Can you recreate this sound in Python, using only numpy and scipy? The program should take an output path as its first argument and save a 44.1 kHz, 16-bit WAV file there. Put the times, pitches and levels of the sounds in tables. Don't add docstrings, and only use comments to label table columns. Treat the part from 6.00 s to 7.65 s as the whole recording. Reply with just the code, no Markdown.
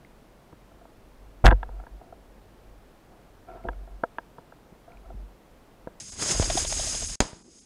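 import sys
import numpy as np
from scipy import signal
from scipy.io import wavfile
from scipy.ndimage import uniform_filter1d

SR = 44100
rng = np.random.default_rng(int(sys.argv[2]) if len(sys.argv) > 2 else 0)


def unload_audio(sound):
    columns = np.transpose(np.atleast_2d(sound))
    steps = np.round(np.clip(columns, -1, 1) * 32767)
    wavfile.write(sys.argv[1], SR, steps.astype(np.int16))


def invert_db(level):
    return 10 ** (np.asarray(level, dtype=float) / 20)


N = 72765

# (time [s], clap level [dB], clap pitch [Hz], air push level [dB], feather whistle level [dB])
DOWNSTROKES = [(0.351, -33.5, 650, -32, -44), (0.426, -24.5, 663, -25.5, -35),
               (0.502, -22.5, 695, -28, -34), (0.5755, -21.5, 750, -31, -28),
               (0.649, -26.5, 676, -28.5, -31.5), (0.725, -30, 664, -39.5, -36),
               (0.798, -28, 661, -32.5, -34), (0.873, -34.5, 704, -37, -45), (0.948, -33, 690, -36, -35.5),
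               (1.024, -35, 677, -33, -42), (1.1, -41.5, 675, -37.5, -60)]
# (time [s], signed strength [linear], pitch [Hz], decay [s])
STALK_SLAPS = [
    (0.362, -0.098, 45, .02),
    (0.398, -0.52, 397, 0.00091),
    (0.398, 0.21, 80, .014),
    (0.43, 0.06, 42, 0.022),
    (0.5545, -0.1, 350, 0.0033),
    (0.232, -0.047, 340, 0.0026),
    (0.304, -0.043, 330, .008),
    (0.4448, 0.048, 4800, 0.0013),
]
# (delay [s], signed strength [linear], push length [s], dullness [Hz])
BLAST_ARRIVALS = [(0, 8.3, .0008, 9500), (.0006, 3, .0003, 6000), (.0013, 3.5, .0004, 5000),
                  (.0052, 7, .0004, 3200), (.0059, -2.2, .0006, 2200), (.0071, -2.4, .0005, 2200),
                  (.0162, -3, .0008, 1400), (.0203, -2.4, .0008, 1500), (.021, 1.8, .0005, 1800),
                  (.0475, -.4, .004, 2500), (.1272, .4, .004, 2500)]
# (level [dB], decay by 60 dB [s], low edge [Hz], high edge [Hz])
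SHOT_TAILS = [
    (5.5, .014, 2500, 3870),
    (5.5, 0.013, 6600, 7800),
    (-7.5, 0.11, 830, 7400),
    (5, .010, 14000, 15500),
    (-16.5, 0.44, 120, 1400),
    (-26.5, 0.62, 690, 1100),
    (-22.5, 0.46, 2000, 5800),
    (-32, 2.9, 152, 385),
]
# (time [s], level [dB], crunch level against the hiss [dB])
RUSTLE_VIGOUR = [(0.0, -37, -13.5), (0.04, -44, -17), (0.102, -43, -21.5), (0.112, -43.5, -43),
                 (0.122, -41, -13), (0.16, -47.5, -9.5), (0.228, -25.5, -7), (0.252, -30, -11),
                 (0.304, -26.5, -9.5), (0.318, -21.5, -11), (0.336, -30, -10.5), (0.498, -31.5, -9.5),
                 (0.594, -25.5, -18), (0.658, -33.5, -11), (0.68, -30, -15.5), (0.88, -29.5, -16),
                 (1.136, -35, -18), (1.155, -36, -16.5)]
# (time [s], level before the limiter [dB])
DOGS_RUN_OFF = [
    (1.2, -16),
    (1.35, -34.5),
    (1.44, -40.5),
    (1.558, -33.5),
    (1.6, -30),
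    (1.65, -36),
]
# (frequency [Hz], level per Hz [dB])
GRASS_HISS = [(880, -30), (1500, -17.5), (4270, -10), (5100, -21), (5980, -1), (6630, -2.5), (9910, -7),
              (12500, -56), (14000, -87)]
# (frequency [Hz], level per Hz [dB])
GRASS_CRUNCH = [(59, -27), (100, -6.5), (330, -9), (634, -10.5), (698, -12.5), (1600, -15), (4500, -22),
                (5850, -23), (9900, -120)]
# (frequency [Hz], level per Hz [dB])
BREEZE_TONE = [(20, 12), (70, 6.5), (250, -5), (500, -30), (1500, -27)]
# (frequency [Hz], width [Hz], gain [linear])
CASE_RESONANCES = [(4945, 360, 1.03), (5000, 220, 1.28), (6493, 196, 2.65)]
DROPOUTS = [.112, .687, 1.073, 1.435, 1.605]

SHOT_S, PRIMER_LEAD_S = 1.20455, 0.002


def rms_one(x):
    return x / np.sqrt(np.mean(x ** 2) + 1e-20)


def band(x, low_hz, high_hz):
    edges = [low_hz, min(high_hz, 0.45 * SR)]
    return signal.sosfilt(signal.butter(2, edges, "band", fs=SR, output="sos"), x)


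def noise_band(length, low_hz, high_hz):
    return rms_one(band(rng.standard_normal(length), low_hz, high_hz))


def drift(rate_hz):
    r = np.exp(-2 * np.pi * rate_hz / SR)
    wander = signal.lfilter([1], [1, -2 * r, r * r], rng.standard_normal(2 * N))
    return rms_one(wander[N:])


def coloured(whites, spectrum, patchy_db):
    hz, db = np.transpose(spectrum)
    edges = 20 * 2 ** np.arange(0, 9.7, 1 / 3)
    out = 0
    for k, (low, high) in enumerate(zip(edges, edges[1:])):
        level_db = np.interp(np.log(low * high) / 2, np.log(hz), db, left=-60, right=-60)
        flicker = invert_db(level_db + patchy_db * drift(25.8))
        out = out + flicker * band(whites[k % 2], low, high)
    return rms_one(out)


def add(out, s, piece):
    i = int(s * SR)
    out[i:i + len(piece)] += piece[:N - i]


def hump(length_s):
    return np.sin(np.pi * np.linspace(0, 1, int(length_s * SR)) ** 0.52) ** 2


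def burst(hz, length_s, fall_hz=0, skew=1):
    u = np.arange(int(length_s * SR)) / (length_s * SR)
    swell = np.sin(np.pi * u ** skew) ** 2
    return swell * np.sin(2 * np.pi * length_s * (hz * u - fall_hz * u * u / 2))


def stalk_slaps():
    out, t = np.zeros(N), np.arange(N // 10) / SR
    for s, strength, hz, decay_s in STALK_SLAPS:
        add(out, s, strength * np.exp(-t / decay_s) * np.sin(2 * np.pi * hz * t))
    return out


def wings():
    clap_s, upstroke_s = 0.0115, 0.0114
    tones, ragged_level, puff_level, push = np.zeros((4, N))
    for s, clap_db, clap_hz, push_db, whistle_db in DOWNSTROKES:
        clap = burst(clap_hz, clap_s, fall_hz=80, skew=0.58)
        whistle = burst(4120, 0.00915, fall_hz=1400)
        upstroke = burst(330, upstroke_s)
        add(tones, s - 0.003, invert_db(clap_db) * clap)
        add(tones, s - 0.001, invert_db(whistle_db) * whistle)
        add(tones, s - 0.023 - upstroke_s / 2, invert_db(clap_db - 11) * upstroke)
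        add(ragged_level, s - 0.004, invert_db(clap_db - 11) * hump(1.86 * clap_s))
        add(puff_level, s - 0.003, invert_db(clap_db - 13) * hump(0.012))
        add(push, s - 0.0225, invert_db(push_db + 2.5) * burst(38, 0.066, skew=0.86))
    rough_tones = tones * (1 + 0.28 * drift(340))
    ragged = ragged_level * noise_band(N, 520, 980)
    flutter = puff_level * invert_db(5.1 * drift(280)) * noise_band(N, 1420, 4800)
    rough_push = push * (1 + 0.41 * drift(61))
    return rough_tones + ragged + flutter + rough_push + stalk_slaps()


def shot():
    out, t = np.zeros(N), np.arange(N // 2) / SR
    for delay_s, strength, length_s, dull_hz in BLAST_ARRIVALS:
        r = np.exp(-2 * np.pi * dull_hz / SR)
        front = (1 - 1.03 * t / length_s) * np.exp(-t / length_s)
        dulled = signal.lfilter([(1 - r) ** 2], [1, -2 * r, r * r], front)
        add(out, SHOT_S + delay_s, strength * dulled)
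    swell = invert_db(9.5 - 60 * t / 0.081) * np.cos(2 * np.pi * 37.3 * t)
    add(out, SHOT_S, swell)
    for db, t60_s, low_hz, high_hz in SHOT_TAILS:
        add(out, SHOT_S, invert_db(db - 60 * t / t60_s) * noise_band(len(t), low_hz, high_hz))
    answer = np.exp(-((t - 0.272) / 0.019) ** 2)
    add(out, SHOT_S, invert_db(-31) * answer * noise_band(len(t), 180, 332))
    primer = invert_db(-12 - 60 * t / 0.015) * noise_band(len(t), 7500, 14700)
    add(out, SHOT_S - PRIMER_LEAD_S, primer)
    return out


def grass():
    t = np.arange(N) / SR
    s, db, crunch_db = np.transpose(RUSTLE_VIGOUR)
    late_s, late_db = np.transpose(DOGS_RUN_OFF)
    level_db = np.interp(t, np.r_[s, late_s], np.r_[db, late_db]) + 0.79 * drift(26.7)
    snaps_per_s, snap_spread_db, snap_share = 3000, 1, 0.55
    strength = invert_db(snap_spread_db * np.minimum(rng.exponential(1, (2, N)), 5))
    snaps = (rng.random((2, N)) < snaps_per_s / SR) * strength * rng.choice([-1, 1], (2, N))
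    whites = snap_share * rms_one(snaps) + rng.standard_normal((2, N))
    hiss = coloured(whites, GRASS_HISS, patchy_db=1)
    crunch_level = invert_db(np.interp(t, s, crunch_db) + 4 + 2.35 * drift(48))
    crunch = crunch_level * coloured(whites[::-1, ::-1], GRASS_CRUNCH, patchy_db=1)
    return invert_db(level_db - 3) * (hiss + crunch + invert_db(-24.5) * sizzle())


def sizzle():
    white, step_hz = rng.standard_normal(N), 220
    out = np.zeros(N)
    for hz in 11560 + step_hz * np.arange(6):
        strip = band(band(white, hz, hz + step_hz), hz, hz + step_hz)
        out += np.clip(4 * drift(10) + 1, 0, 1) * rms_one(strip)
    return out


def wake():
    t = np.arange(N) / SR - 0.36
    fade = invert_db(-33 - 13 * t)
    return np.clip(t / 0.021, 0, 1) * fade * noise_band(N, 27.7, 69)


def breeze():
    return invert_db(-48 + 2 * drift(16)) * coloured(rng.standard_normal((2, N)), BREEZE_TONE, patchy_db=2.5)


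def scene():
    field = wings() + grass() + wake() + breeze()
    field_cut = signal.ellip(10, 0.5, 60, 13300 - 200, fs=SR, output="sos")
    return (signal.sosfilt(field_cut, field) + shot())[None]


def microphone(dry):
    x = signal.sosfilt(signal.butter(1, 33, "high", fs=SR, output="sos"), dry)
    x = invert_db(-20) * x + signal.sosfilt(signal.butter(6, 9760, fs=SR, output="sos"), x)
    cased = x
    for hz, width_hz, gain in CASE_RESONANCES:
        r = np.exp(-np.pi * width_hz / SR)
        poles = [1, -2 * r * np.cos(2 * np.pi * hz / SR), r * r]
        cased = cased + gain * signal.lfilter([(1 - r * r) / 2, 0, (r * r - 1) / 2], poles, x)
    return cased


def limiter_gain(t):
    duck_s, duck_db, slide_db_per_s, held_db = 1.1563, -24.5, -900, -22.5
    sliding_db = duck_db + slide_db_per_s * (t - duck_s)
    gain_db = np.where(t < duck_s, 0, np.where(t < SHOT_S - PRIMER_LEAD_S, sliding_db, held_db))
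    return uniform_filter1d(invert_db(gain_db), size=24)


def roll_off(x):
    return signal.sosfilt(signal.butter(12, 14560, fs=SR, output="sos"), x)


def record(dry):
    cased, t = microphone(dry), np.arange(N) / SR
    dropout = sum(np.exp(-((t - s) / (0.017 / 2)) ** 4) for s in DROPOUTS)
    middle_band = signal.butter(3, [420, 4600], "band", fs=SR, output="sos")
    thinned = cased - 0.78 * dropout * signal.sosfiltfilt(middle_band, cased)
    ceiling = 1.8
    limited = ceiling * np.tanh(thinned * limiter_gain(t) / ceiling)
    mix = signal.sosfilt(signal.cheby2(8, 60, 16800, fs=SR, output="sos"), limited)
    return roll_off(mix)


dry = scene()
out = record(dry)
unload_audio(out)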